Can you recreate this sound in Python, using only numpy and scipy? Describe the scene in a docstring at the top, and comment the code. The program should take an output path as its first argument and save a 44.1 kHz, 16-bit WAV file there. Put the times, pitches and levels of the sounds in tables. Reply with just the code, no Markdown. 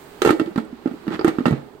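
"""Glass lid on a frying pan

A steel-rimmed glass lid is put on a pan of frying food, close by in a small kitchen.
It lands with a clatter, is nudged and scraped along the rim, and drops into place with deepening thuds.
Every knock thumps the pan and rings the lid. The faint sizzle gets quieter as the lid closes."""
import sys
import numpy as np
from scipy import signal
from scipy.fft import rfft, irfft, next_fast_len
from scipy.io import wavfile

SR = 44100
rng = np.random.default_rng(int(sys.argv[2]) if len(sys.argv) > 2 else 0)


def file_out(sig):
    """Save sig as 16-bit WAV at sys.argv[1]."""
    # one column per channel
    cols = np.atleast_2d(sig).T
    # limit, then scale
    lim = np.clip(cols, -1, 1)
    pcm = np.round(lim * 32767).astype(np.int16)
    wavfile.write(sys.argv[1], SR, pcm)


N = 79380
TIME_S = np.arange(N) / SR

# Levels in all tables are relative. A decay is the time a sound takes to fall by 60 dB.
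# Each knock of the lid on the pan:
# start_s, thump_pitch_hz, thump_db, thump_rise_s, thump_decay_s, clack_db, crack_db, tick_db
KNOCK_EVENTS = [ (0.2186, 373.5, -7, 0.00046, .035, -16.5, -22.5, -28.5),
                (.249, 411, -7.5, 0.00041, 0.043, -15.5, -28, -29.5),
                (0.2601, 383, -7, 0.00083, 0.026, -17, -26.5, -34),
                (0.2742, 346, -3.5, 0.0008, 0.018, -16, -27.5, -32.5),
                (.2915, 305, -14.5, 0.0011, 0.082, -13, -33, -38),
                (.306, 315.5, -8.5, 0.00074, 0.067, -16, -26.5, -32.5),
                (.329, 326.4, -10.5, 0.0031, 0.07, -42, -38, -58),
                (0.397, 308, -7, 0.0028, 0.057, -21.5, -32.5, -43),
                (0.4151, 298.4, -11.5, 0.00033, .045, -51, -44, -68),
                (.460, 208, -26.5, .001, 0.081, -40, -46.5, -58),
                (.474, 333, -11, 0.011, 0.057, -34, -67, -64),
                (.506, 202.5, -29.5, 0.0051, 0.11, -47, -59, -66),
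                (0.559, 281, -14, 0.00062, 0.044, -26.5, -42, -51),
                (.577, 224, -9.5, 0.001, 0.062, -29, -36.5, -48.5),
                (0.5825, 232, -42, 0.0012, 0.025, -24, -42.5, -50),
                (.600, 284, -23.5, 0.0051, .07, -54, -48, -59),
                (0.618, 317, -28.5, 0.0062, 0.1, -63, -67, -75),
                (.727, 247, -12, 0.0084, 0.036, -47, -75, -76),
                (.8582, 274, -2.5, 0.0026, 0.03, -27.5, -56.5, -74),
                (0.8738, 268, -12.5, 0.0016, 0.026, -35, -49, -58),
                (.912, 253, -18, 0.0029, 0.04, -40, -54, -63),
                (.938, 296, -23, 0.0011, 0.043, -50, -61, -70),
                (1.067, 306, -21, .0015, 0.12, -37.5, -56, -58),
                (1.0793, 213, -13, 0.0016, 0.051, -28, -41, -55.5),
                (1.1083, 335, -19.5, 0.00094, 0.067, -38, -52, -66),
                (1.192, 353, -14.5, 0.00081, 0.036, -25.5, -41.5, -62),
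                (1.211, 361, -24, .002, 0.066, -24, -67, -60),
                (1.2455, 342.3, -3, 0.0011, 0.061, -18.5, -32, -36.5),
                (1.2796, 319, -10, 0.0011, 0.069, -17.5, -32.5, -37),
                (1.385, 270, -0.5, 0.0021, 0.02, -26.5, -42, -54),
                (1.405, 257, -9, 0.0021, 0.044, -34, -56, -75),
                (1.456, 193, -4.5, 0.0013, 0.016, -15, -28.5, -51),
                (1.464, 221, -7.5, 0.0011, 0.051, -20, -37, -41),
                (1.481, 256, -9, 0.00048, 0.052, -28.5, -35, -45.5),
                (1.509, 197.6, -6, 0.00041, 0.017, -39, -45, -47),
                (1.520, 134.7, -11.5, 0.00067, 0.093, -50, -59, -67),
                (1.5265, 200, -12.5, 0.00088, 0.025, -26, -79, -71),
                (1.536, 243, -12, 0.00082, 0.03, -46, -67, -73)]


def amp(db):
    """Turn decibels into a gain."""
    return 10 ** (np.asarray(db) / 20)


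def unit(x):
    """Scale a sound to an average (rms) level of 1."""
    return x / np.sqrt(np.mean(x ** 2) + 1e-20)


def along(points, hz):
    """Read between the rows of a (pitch_hz, value) table, on a log pitch scale."""
    pitches, values = np.transpose(points)
    return np.interp(np.log(hz + 1), np.log(pitches + 1), values)


def fade(t, decay_s):
    """Start at t = 0 and die away."""
    return (t >= 0) * np.exp(-np.log(1000) * np.maximum(t, 0) / decay_s)


def struck(t, rise_s, decay_s):
    """Rise smoothly from t = 0, then die away."""
    return fade(t, decay_s) * (1 - np.exp(-(t / rise_s) ** 2))


def filtered(x, response):
    """Multiply each frequency in x by response(hz)."""
    size = next_fast_len(N + SR // 2)
    return irfft(rfft(x, size) * response(np.fft.rfftfreq(size, 1 / SR)), size)[..., :N]


def coloured(pair, tone):
    """Turn two unrelated signals into one stereo sound with the given tone."""
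    # How alike left and right are: pitch_hz, likeness (0 to 1)
    likeness = [(100, 1), (350, 0.61), (900, 0.24), (2000, 0), (16000, 0)]

    def response(hz):
        angle = np.arccos(np.clip(along(likeness, hz), -1, 1)) / 2
        return amp(along(tone, hz)) * [np.cos(angle), np.sin(angle)]
    mid, side = filtered(pair, response)
    return unit(np.array([mid + side, mid - side]))


def noise(tone):
    """Smooth stereo noise."""
    return coloured(rng.standard_normal((2, N)), tone)


def clicks(tone, per_s):
    """Tiny clicks at random moments."""
    return coloured((rng.random(N) < per_s / SR) * rng.standard_normal((2, N)), tone)


def kitchen():
    """A low, steady rush with a faint hum."""
    # Tone of the rush: pitch_hz, level_db
    rush_tone = [(20, -48), (45, -34), (62, 2.5), (95, -8), (200, 2), (310, 3), (420, 8), (520, -6.5),
                 (850, -2), (1300, -16), (3000, -39.5), (16000, -63)]
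    hum_hz = 418
    return amp(-43.5) * noise(rush_tone) + amp(-50.5) * np.sin(2 * np.pi * hum_hz * TIME_S)


def room_echo(x):
    """The kitchen answers a sound with a short wash of echoes."""
    # How long the room rings: pitch_hz, decay_s
    decays = [(150, 0.37), (400, 0.4264), (1500, 0.54), (5000, 0.23), (14000, 1)]
    # How strongly it answers: pitch_hz, level_db
    echo_tone = [(100, -12), (200, -7.5), (330, -1), (550, 1.5), (1300, -12), (5000, -4), (14000, -19)]
    delay_s = 0.0069
    hz, t, bands = signal.stft(rng.standard_normal((2, SR // 2)), SR, nperseg=256)
    tail = signal.istft(bands * fade(t, along(decays, hz)[:, None]), SR, nperseg=256)[1]
    echo = signal.fftconvolve(x, tail / np.linalg.norm(tail[0]), axes=1)[:, :N]
    return filtered(echo, lambda f: amp(along(echo_tone, f)) * np.exp(-2j * np.pi * f * delay_s))


def sizzle():
    """Hot fat hisses, pops and throws a fine spray, quieter under the lid."""
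    # Loudness of the frying and of the spray: time_s, level_db
    frying_levels = [(0, -46), (.3, -44.5), (.7, -49.5), (.95, -47), (1.4, -43.5), (1.8, -54.5)]
    spray_levels = [(0, -49.5), (.5, -58), (.78, -64), (.95, -58), (1.1, -61), (1.35, -60), (1.8, -62)]
    # Their tones: pitch_hz, level_db
    frying_tone = [(200, 8), (800, 7), (1400, 8.5), (2500, 1), (4500, -3), (5600, -11.5), (8300, -14.5),
                   (10000, -24.5), (13000, -12), (16000, -37)]
    spray_tone = [(3000, -11), (6500, 2), (8200, 7), (10000, 0.5), (13000, 0), (16000, 8)]
    loudness = lambda levels: amp(np.interp(TIME_S, *np.transpose(levels)))
    frying = noise(frying_tone) + amp(-10.5) * clicks(frying_tone, per_s=350)
    return loudness(frying_levels) * frying + loudness(spray_levels) * noise(spray_tone)


def pings():
    """Glass and spitting fat give brief, high pings."""
    # Each ping: start_s, pitch_hz, level_db, decay_s
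    events = [(0.2203, 5960, -29, 0.011), (0.561, 4470, -48, 0.057), (0.65, 8100, -56, 0.035),
              (1.195, 4840, -39, 0.025), (1.211, 4760, -41, 0.043)]
    width = 0.064  # as a share of the pitch

    def ring(hz):
        hiss = rng.standard_normal((2, N))
        return unit(filtered(hiss, lambda f: 1 / (1 + ((f / hz - 1) / width) ** 4)))
    return sum(amp(db) * fade(TIME_S - start, decay) * ring(hz) for start, hz, db, decay in events)


def rim_scrapes():
    """The rim slides over the pan's edge in many small slips."""
    # Each slide: start_s, rise_s, fall_s, level_db
    slides = [(0.249, 0.041, 0.063, -25), (1.088, 0.057, 0.038, -28.5), (1.256, 0.019, 0.049, -25.5),
              (1.46, 0.018, 0.15, -35)]
    # Tone of the scraping: pitch_hz, level_db
    scrape_tone = [(60, -20), (160, 11), (330, 9), (650, -7.5), (850, 1), (1020, -1.5), (1350, 2),
                   (1580, -4.5), (1800, -1.5), (2200, -9), (4400, -15.5), (5600, -25.5), (8300, -28),
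                   (10000, -36), (16000, -35)]
    push = sum(amp(db) * np.interp(TIME_S, [start, start + rise, start + rise + fall], [0, 1, 0])
               for start, rise, fall, db in slides)
    return push * clicks(scrape_tone, per_s=4500)


def rim_clatter():
    """Each knock shakes rim and pan: a clack, a sharp crack, a high tick, then the rim buzzes on."""
    # Tones of the quickly damped shaking, its hard edge and its highest part: pitch_hz, level_db
    clack_tone = [(30, -45), (90, -17.5), (180, 1), (450, 7), (650, -2), (830, -5), (1020, -5),
                  (1320, -3.5), (1650, -9), (2100, -12.5), (2800, -17.5), (4500, -31), (16000, -70)]
    crack_tone = [(300, -39), (1400, 1), (2000, -1), (2400, -2), (2750, 2), (3600, 1), (4600, -2),
                  (5400, -9.5), (8000, -28), (16000, -34)]
    tick_tone = [(2000, -33), (5000, -14), (6200, 1), (8300, 2.5), (9800, -5.5), (12300, -3),
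                 (16000, -13.5)]
    starts, *_, clack_db, crack_db, tick_db = np.transpose(KNOCK_EVENTS)

    def strikes(levels_db, rise_s, decay_s):
        power = np.zeros(N)
        for start, db in zip(starts, levels_db):
            age = TIME_S - start
            snap = 1 + amp(-1) * fade(age, decay_s=0.014)  # the first instant stands out
            power += (amp(db) * struck(age, rise_s, decay_s) * snap) ** 2
        return np.sqrt(power)
    clack = strikes(clack_db - 4.5, rise_s=0.00046, decay_s=0.081) * noise(clack_tone)
    crack = strikes(crack_db - 3.5, rise_s=0.00026, decay_s=0.082) * noise(crack_tone)
    tick = strikes(tick_db - 4, rise_s=0.0001, decay_s=0.049) * noise(tick_tone)
    buzz = strikes(tick_db - 12, rise_s=0.0001, decay_s=0.17) * clicks(tick_tone, per_s=1800)
    return clack + crack + tick + buzz


def lid_ring():
    """Each knock rings the lid's own notes in a slightly new mix; soft knocks sound duller."""
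    # The lid's notes: pitch_hz, level_db, decay_s
    notes = [(651, -9, 0.1), (807, 4, 0.066), (858, -0.5, 0.086), (984, -12.5, 0.083), (1157, -9, 0.1),
             (1243, 0.5, 0.12), (1298.5, -5, 0.12), (1348, 10, 0.042), (1376, -4.5, 0.074),
             (1586, -8.5, 0.15), (1786, 2, 0.055), (1841, -7.5, 0.17), (1963, -12, 0.28),
             (2249, -14.5, 0.38), (2707, -2, 0.067), (3066, -23, 0.14)]
    rise_s, dull_above_hz = 0.00026, 1197
    out = np.zeros((2, N + SR))
    t = np.arange(SR // 3) / SR
    rings = [amp(db) * struck(t, rise_s, decay) * np.sin(2 * np.pi * hz * t) for hz, db, decay in notes]
    octaves_up = np.maximum(np.log2(np.array(notes)[:, 0] / dull_above_hz), 0)
    for start, *_, clack_db, crack_db, _ in KNOCK_EVENTS:
        softness_db = max(clack_db - crack_db - 12.5, 0)  # a weak crack means a soft knock
        scatter_db = 0.5 * rng.standard_normal((2, len(notes)))
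        gains = amp(clack_db - 11.5 - 2 * softness_db * octaves_up + scatter_db)
        signs = rng.choice([-1, 1], gains.shape)
        first = round(start * SR)
        out[:, first:first + len(t)] += (gains * signs) @ rings
    return out[:, :N]


def pan_thumps():
    """Each knock gives a short, hollow thump that sets the pan ringing."""
    # Notes of the pan and the air under the lid: pitch_hz, width_hz, level_db
    notes = [(141, 21, -14), (264, 12, -30), (334.3, 14, -9), (378, 8.5, -34), (444.7, 17, -2.5),
             (572.6, 8, 8.5)]
    low_cut_hz, head_start_cycles = 105, 0.06
    thumps = np.zeros(N)
    for start, hz, db, rise, decay, *_ in KNOCK_EVENTS:
        age = np.maximum(TIME_S - start, 0)
        loudness = amp(db) * fade(age, decay) * (1 - np.exp(-age / rise))
        thumps += loudness * np.sin(2 * np.pi * (hz * age + head_start_cycles))
    thumps = signal.sosfilt(signal.butter(2, low_cut_hz, 'high', fs=SR, output='sos'), thumps)
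    ringing = lambda f: sum(amp(db) * 1j * f * width / (hz * hz - f * f + 1j * f * width)
                            for hz, width, db in notes)
    return thumps + filtered(thumps, ringing)


def scene():
    """The pan stands to the right, with the kitchen's sound and echo around it."""
    # The left microphone faces away, so it hears less than the right: pitch_hz, level_db
    left_tone = [(60, -3), (250, -6), (600, -5.5), (1200, -7), (2200, -6), (4000, -12), (8000, -9),
                 (14000, -10)]
    left_lag_s = 0.00014
    lid = pan_thumps() + lid_ring() + rim_clatter() + rim_scrapes() + pings()
    left = filtered(lid[0], lambda hz: amp(along(left_tone, hz)) * np.exp(-2j * np.pi * hz * left_lag_s))
    direct = amp(5) * np.array([left, lid[1]])
    echo = amp([[-5], [0]]) * room_echo(lid)
    background = amp([[-7], [0]]) * (sizzle() + kitchen())
    return direct + echo + background


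def record(dry):
    """Round off the loudest peaks and cut the very highest treble."""
    ceiling, top_hz = 0.97, 16000
    rounded = dry / (1 + (dry / ceiling) ** 6) ** (1 / 6)
    return filtered(rounded, lambda hz: hz < top_hz)


dry = scene()
out = record(dry)
file_out(out)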